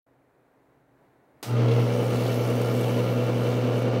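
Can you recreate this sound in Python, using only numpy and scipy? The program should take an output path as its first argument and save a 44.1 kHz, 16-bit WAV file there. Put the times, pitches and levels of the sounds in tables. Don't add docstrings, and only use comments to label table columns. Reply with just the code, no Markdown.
import sys
import numpy as np
from scipy import signal
from scipy.fft import rfft, irfft, next_fast_len
from scipy.io import wavfile
from scipy.ndimage import uniform_filter1d, map_coordinates

SR = 44100
rng = np.random.default_rng(int(sys.argv[2]) if len(sys.argv) > 2 else 0)


def materialize(psi):
    bounded = np.clip(np.atleast_2d(psi).T, -1, 1)
    quanta = np.round(bounded * 32767).astype(np.int16)
    wavfile.write(sys.argv[1], SR, quanta)


N = 176400

ON_S, ENGAGE_S = 1.428, 0.15
MAINS_HZ, BITE_HZ, TOP_HZ = 60.05, 76, 15750
GEAR_RATIO, TEETH = 8, 48
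ROOM_T60_S, ROOM_WET_DB = 0.32, -6

# frequency in Hz, relative level in dB.
AIR_EQ = [(20, -35), (50, -10), (105, -12), (125, 1.5), (160, -7), (200, -11.5), (280, -3), (430, -4.5),
          (700, -7.5), (1000, -12), (1200, -15.5), (1450, -15.5), (2000, -19.5), (3200, -33.5), (4000, -33),
          (5000, -39.5), (15500, -38.5)]
# time in seconds, level in dB.
AIR_FADER = [(.06, -110), (.066, -65), (.6, -63), (.78, -62.5), (.85, -64.5), (1.02, -61), (1.2, -62.5),
             (1.4, -60.5)]
# pitch in Hz, level in dB.
DRONE_TONES = [(125.7, -76), (272, -70.5)]
# frequency in Hz, relative level in dB.
SNAP_EQ = [(40, -20), (200, 3), (500, 10.5), (700, 10), (1300, -0.5), (2500, 0), (6000, -2), (7500, -7),
           (9000, -4), (11000, -11), (12500, -6.5), (16000, -11)]
# pitch in Hz, level in dB before the fade.
PANEL_MODES = [(780, -49.5), (871, -48.5), (997, -51.5), (1222, -49), (1341, -51), (1392, -53)]
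# pitch in Hz, level in dB, depth of the shaft pulse from 0 to 1.
RASP_MODES = [(1390, -54, 0.3), (2286, -54, .7), (2755, -53, 0.13), (2986, -55, 0), (5870, -65.5, 0.3)]
# frequency in Hz, relative level in dB.
WHIRR_EQ = [(40, -35), (65, 8.5), (85, 8), (200, 7.5), (600, 8), (1000, -0.5), (1700, 1.5), (2300, -3),
            (2550, -2.5), (2900, 0.5), (3300, -6.5), (4300, -4.5), (5100, -10), (5900, -10.5), (7000, -19),
            (11000, -26), (16000, -26)]
# time in seconds, shaft turns per second.
SHAFT_SPEED = [(1.43, 60), (1.5, 71), (1.58, 76), (1.8, 77.5), (1.96, 81.6), (2.25, 82.1), (2.65, 81.6),
               (3.0, 81.7), (3.5, 81.9), (3.75, 83.2), (4.0, 83.6)]
# multiple of the shaft speed, level in dB.
SHAFT_PARTIALS = [(3, -39), (4, -44), (7, -41.5), (8, -44.5), (9, -48), (14, -53), (17, -54), (26, -61),
                  (27, -58), (28, -59.5), (29, -58), (33, -58.5), (36, -57.5), (43, -62)]
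# multiple of the wheel speed, full-speed level in dB.
WHEEL_PARTIALS = [(13, -44.5), (18, -42.5), (20, -45), (26, -44.5), (39, -46), (44, -41), (46, -41),
                  (47, -39.5), (48, -40), (49, -39), (50, -41.5), (52, -41.5), (58, -47)]
# time in seconds, level in dB.
HUM_FADER = [(1.43, -71), (1.48, -32.5), (1.53, -23), (1.66, -20.5), (1.8, -20.5), (1.92, -26.5),
             (2.4, -26.5), (3.0, -26.5), (4.0, -26.5)]
# multiple of the mains frequency, level in dB.
HUM_OVERTONES = [(4, -37), (6, -49), (8, -48), (10, -54)]
# frequency in Hz, relative level in dB.
HOUSING_EQ = [(40, -78.5), (70, -17), (110, -14.5), (180, -3), (250, -2.5), (310, -2), (360, -5), (420, 1),
              (490, -3.5), (555, -5.5), (600, -4.5), (670, -7.5), (710, -11), (950, -15.5), (1350, -20.5),
              (1600, -26), (3000, -31), (8000, -48.5)]
# frequency in Hz, relative level in dB.
SHREDS_EQ = [(4000, -25), (7500, -6), (9000, -7.5), (10800, -7), (12700, 1.5), (14000, -4), (16000, -5.5)]
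# time in seconds, level in dB.
SHREDS_FADER = [(1.9, -68), (2.25, -56), (2.5, -62), (2.85, -53), (3.1, -55), (3.5, -59), (3.9, -72)]
# frequency in Hz, relative level in dB.
TEAR_EQ = [(400, -2.5), (1500, -3), (3000, 3), (4500, 2), (6000, 3.5), (7200, -2.5), (9000, -1.5),
           (11000, -2), (12800, -1.5), (16000, -2)]
# time in seconds, level in dB.
TEAR_FADER = [(1.45, -70), (1.6, -65), (1.72, -51), (1.95, -49), (2.27, -46.5), (2.55, -47.5),
              (2.85, -48.5), (3.15, -55.5), (3.5, -51), (3.7, -58), (3.8, -50), (3.88, -71), (4.0, -70)]
# start in seconds, level in dB.
CRACK_CUES = [(1.509, -39.5), (1.595, -43), (1.684, -35), (1.716, -33.5), (1.796, -40), (2.264, -35),
              (2.317, -39), (2.58, -45), (2.714, -41), (2.838, -35.5), (2.944, -38), (2.992, -39),
              (3.639, -40)]
# frequency in Hz, relative level in dB.
CRACK_EQ = [(500, 4), (2000, 0), (3100, 9), (5000, -4), (8000, -18), (16000, -30)]
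# start in seconds, level in dB.
TICK_CUES = [(1.797, -48), (1.9465, -44), (2.104, -43), (2.2045, -42), (2.279, -43), (2.322, -46),
             (2.343, -41), (2.501, -39), (2.559, -47), (2.615, -38), (2.811, -39), (3.823, -44.5)]
# frequency in Hz, relative level in dB.
TICK_EQ = [(1500, -7), (5000, 0), (9000, 1), (13000, 0), (16000, -2)]


def amp(db):
    return 10 ** (np.asarray(db) / 20)


def unit(x):
    return x / np.sqrt(np.mean(x ** 2) + 1e-20)


def clock():
    return np.arange(N) / SR


def curve(rows):
    return np.interp(clock(), *np.transpose(rows))


def rise(seconds):
    return np.clip((clock() - ON_S) / seconds, 0, 1)


def decay(start, t60):
    t = clock() - start
    return (t >= 0) * np.exp(-np.log(1000) * np.abs(t) / t60)


def wobble(rate):
    knots = rng.standard_normal(4096)
    times = np.linspace(0, N / SR, len(knots))
    return np.interp(clock(), times, map_coordinates(knots, [times * rate], mode="wrap"))


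def colour(x, eq):
    size = 2 * next_fast_len(N * 3 // 4)
    hz, db = np.transpose(eq)
    gain = amp(np.interp(np.log(np.fft.rfftfreq(size, 1 / SR) + 1), np.log(hz), db))
    cepstrum = irfft(np.log(gain))
    cepstrum[1:size // 2] *= 2
    cepstrum[size // 2 + 1:] = 0
    return unit(irfft(rfft(x, size) * np.exp(rfft(cepstrum)))[:N])


def noise(eq):
    return colour(rng.standard_normal(N), eq)


def patchy(x, depth_db=2):
    spectrum = signal.stft(x, nperseg=256)[2]
    patches = uniform_filter1d(rng.standard_normal(spectrum.shape), size=9, axis=0)
    patches = uniform_filter1d(patches, size=30, axis=1)
    return unit(signal.istft(spectrum * amp(depth_db * unit(patches)))[1][:N])


def resonate(x, hz, t60):
    ring = decay(0, t60) * np.sin(2 * np.pi * hz * clock())
    return unit(signal.fftconvolve(x, ring)[:N])


def pulses(times, sizes):
    at = np.clip(times * SR, 0, N - 1)
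    i = at.astype(int)
    return (np.bincount(i, sizes * (1 - at + i), N + 1) + np.bincount(i + 1, sizes * (at - i), N + 1))[:N]


def tones(cycles, partials, waver_db, slip_rad):
    stack = np.zeros(N)
    for multiple, db in partials:
        level = amp(db) * unit(amp(waver_db * wobble(12)))
        phase = 2 * np.pi * (round(multiple) * cycles + rng.random())
        stack += level * np.sin(phase + slip_rad * wobble(16))
    return np.sqrt(2) * stack


def room(x):
    tail = (rng.standard_normal(N) * decay(0, ROOM_T60_S))[:SR // 2]
    wet = signal.fftconvolve(x, tail / np.linalg.norm(tail))[:N]
    return (x + amp(ROOM_WET_DB) * wet) / np.hypot(1, amp(ROOM_WET_DB))


def room_tone():
    drone = sum(amp(db + 2.2 * wobble(9.2)) * np.sin(2 * np.pi * hz * clock() + wobble(5.1))
                for hz, db in DRONE_TONES)
    return noise(AIR_EQ) * amp(curve(AIR_FADER)) + drone * (clock() > AIR_FADER[1][0])


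def switch():
    snap = amp(-42.5) * decay(ON_S, t60=0.03)
    ring = amp(-35) * decay(ON_S, t60=0.39)
    return noise(SNAP_EQ) * (snap + ring)


def panels(fade_db_per_s=1.5):
    shake = rng.standard_normal(N)
    ring = sum(amp(db) * resonate(shake, hz, t60=0.23) for hz, db in PANEL_MODES)
    return rise(0.054) * amp(-fade_db_per_s * (clock() - ON_S)) * ring


def gearbox_rasp(turns, swing_db=3.5, waver_db=3):
    rub = rng.standard_normal(N) * amp(swing_db * np.sin(2 * np.pi * turns / GEAR_RATIO))
    shaft = np.sin(2 * np.pi * turns)
    rasp = np.zeros(N)
    for hz, db, depth in RASP_MODES:
        drive = rub * (1 + depth * shaft) * amp(waver_db * np.tanh(wobble(40)))
        rasp += amp(db) * resonate(drive, hz, t60=0.019)
    return rasp


def whirr(turns):
    pulse = 1 + 0.14 * np.sin(2 * np.pi * turns)
    return amp(-41.5 + wobble(24.84)) * noise(WHIRR_EQ) * pulse


def whine(turns, speed, swell_db_per_decade=130):
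    swell = amp(swell_db_per_decade * np.log10(np.minimum(speed / np.median(speed), 1)))
    shaft = tones(turns, SHAFT_PARTIALS, waver_db=3, slip_rad=0.32)
    wheel = tones(turns / GEAR_RATIO, WHEEL_PARTIALS, waver_db=2.5, slip_rad=0.5)
    return shaft + swell * wheel


def motor_hum(turns, grab_s=1.715, grab_width_s=0.024):
    level = amp(curve(HUM_FADER))
    hum = level * np.sin(4 * np.pi * MAINS_HZ * clock())
    surge = np.maximum(level - level[-1], 0) * rise(ENGAGE_S) ** 2
    grab = np.exp(-((clock() - grab_s) / grab_width_s) ** 2)
    groan = (amp(-9) * surge + amp(-31) * grab) * np.sin(2 * np.pi * turns * TEETH / GEAR_RATIO)
    overtones = tones(MAINS_HZ * clock(), HUM_OVERTONES, waver_db=1.5, slip_rad=0.12) * rise(ENGAGE_S)
    return (np.sqrt(2) * (hum + groan) + overtones) * (clock() > ON_S)


def gear_rattle(turns, flaw_db=3.5, play_db=2.2, shake_db=2.5):
    teeth_passed = turns * TEETH / GEAR_RATIO
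    tooth = np.arange(1, int(teeth_passed[-1]))
    flaw_shift, flaw_size = rng.standard_normal((TEETH, 2))[tooth % TEETH].T
    play_shift, play_size = rng.standard_normal((len(tooth), 2)).T
    times = np.interp(tooth + 0.25 * flaw_shift + 0.1 * play_shift, teeth_passed, clock())
    knocks = pulses(times, amp(flaw_db * flaw_size + play_db * play_size))
    shake = unit(amp(shake_db * np.tanh(wobble(45))))
    return amp(-32) * shake * colour(knocks - knocks.mean(), HOUSING_EQ)


def shreds():
    return patchy(noise(SHREDS_EQ)) * amp(curve(SHREDS_FADER)) * (clock() > SHREDS_FADER[0][0])


def cutters(fibres_per_s=7000, spread_db=3):
    when, polarity, strength = rng.random((int(fibres_per_s * N / SR), 3)).T
    sizes = np.sign(polarity - 0.5) * amp(-spread_db * np.log(strength + 0.0038))
    fibres = pulses(when * N / SR, sizes)
    bite = 1 + 0.31 * np.sin(2 * np.pi * BITE_HZ * clock() + 0.4 * wobble(5.5))
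    tearing = patchy(colour(fibres * bite, TEAR_EQ))
    level = amp(curve(TEAR_FADER) + 0.8 * wobble(30.2)) * (clock() > ON_S)
    cracks = noise(CRACK_EQ) * sum(amp(db) * decay(start, t60=0.05) for start, db in CRACK_CUES)
    ticks = noise(TICK_EQ) * sum(amp(db) * decay(start, t60=0.026) for start, db in TICK_CUES)
    return level * tearing + cracks + ticks


def scene():
    speed = curve(SHAFT_SPEED) * (1 + 0.00201 * wobble(12))
    turns = np.cumsum(speed) / SR
    running = gear_rattle(turns) + whine(turns, speed) + whirr(turns) + gearbox_rasp(turns)
    machine = rise(ENGAGE_S) * running + panels() + motor_hum(turns)
    paper = room(cutters()) + shreds()
    return (machine + paper + switch() + room_tone())[None]


def record(dry):
    size = next_fast_len(N + SR // 2)
    passband = np.fft.rfftfreq(size, 1 / SR) < TOP_HZ
    return irfft(rfft(dry, size) * passband, size)[..., :N]


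dry = scene()
out = record(dry)
materialize(out)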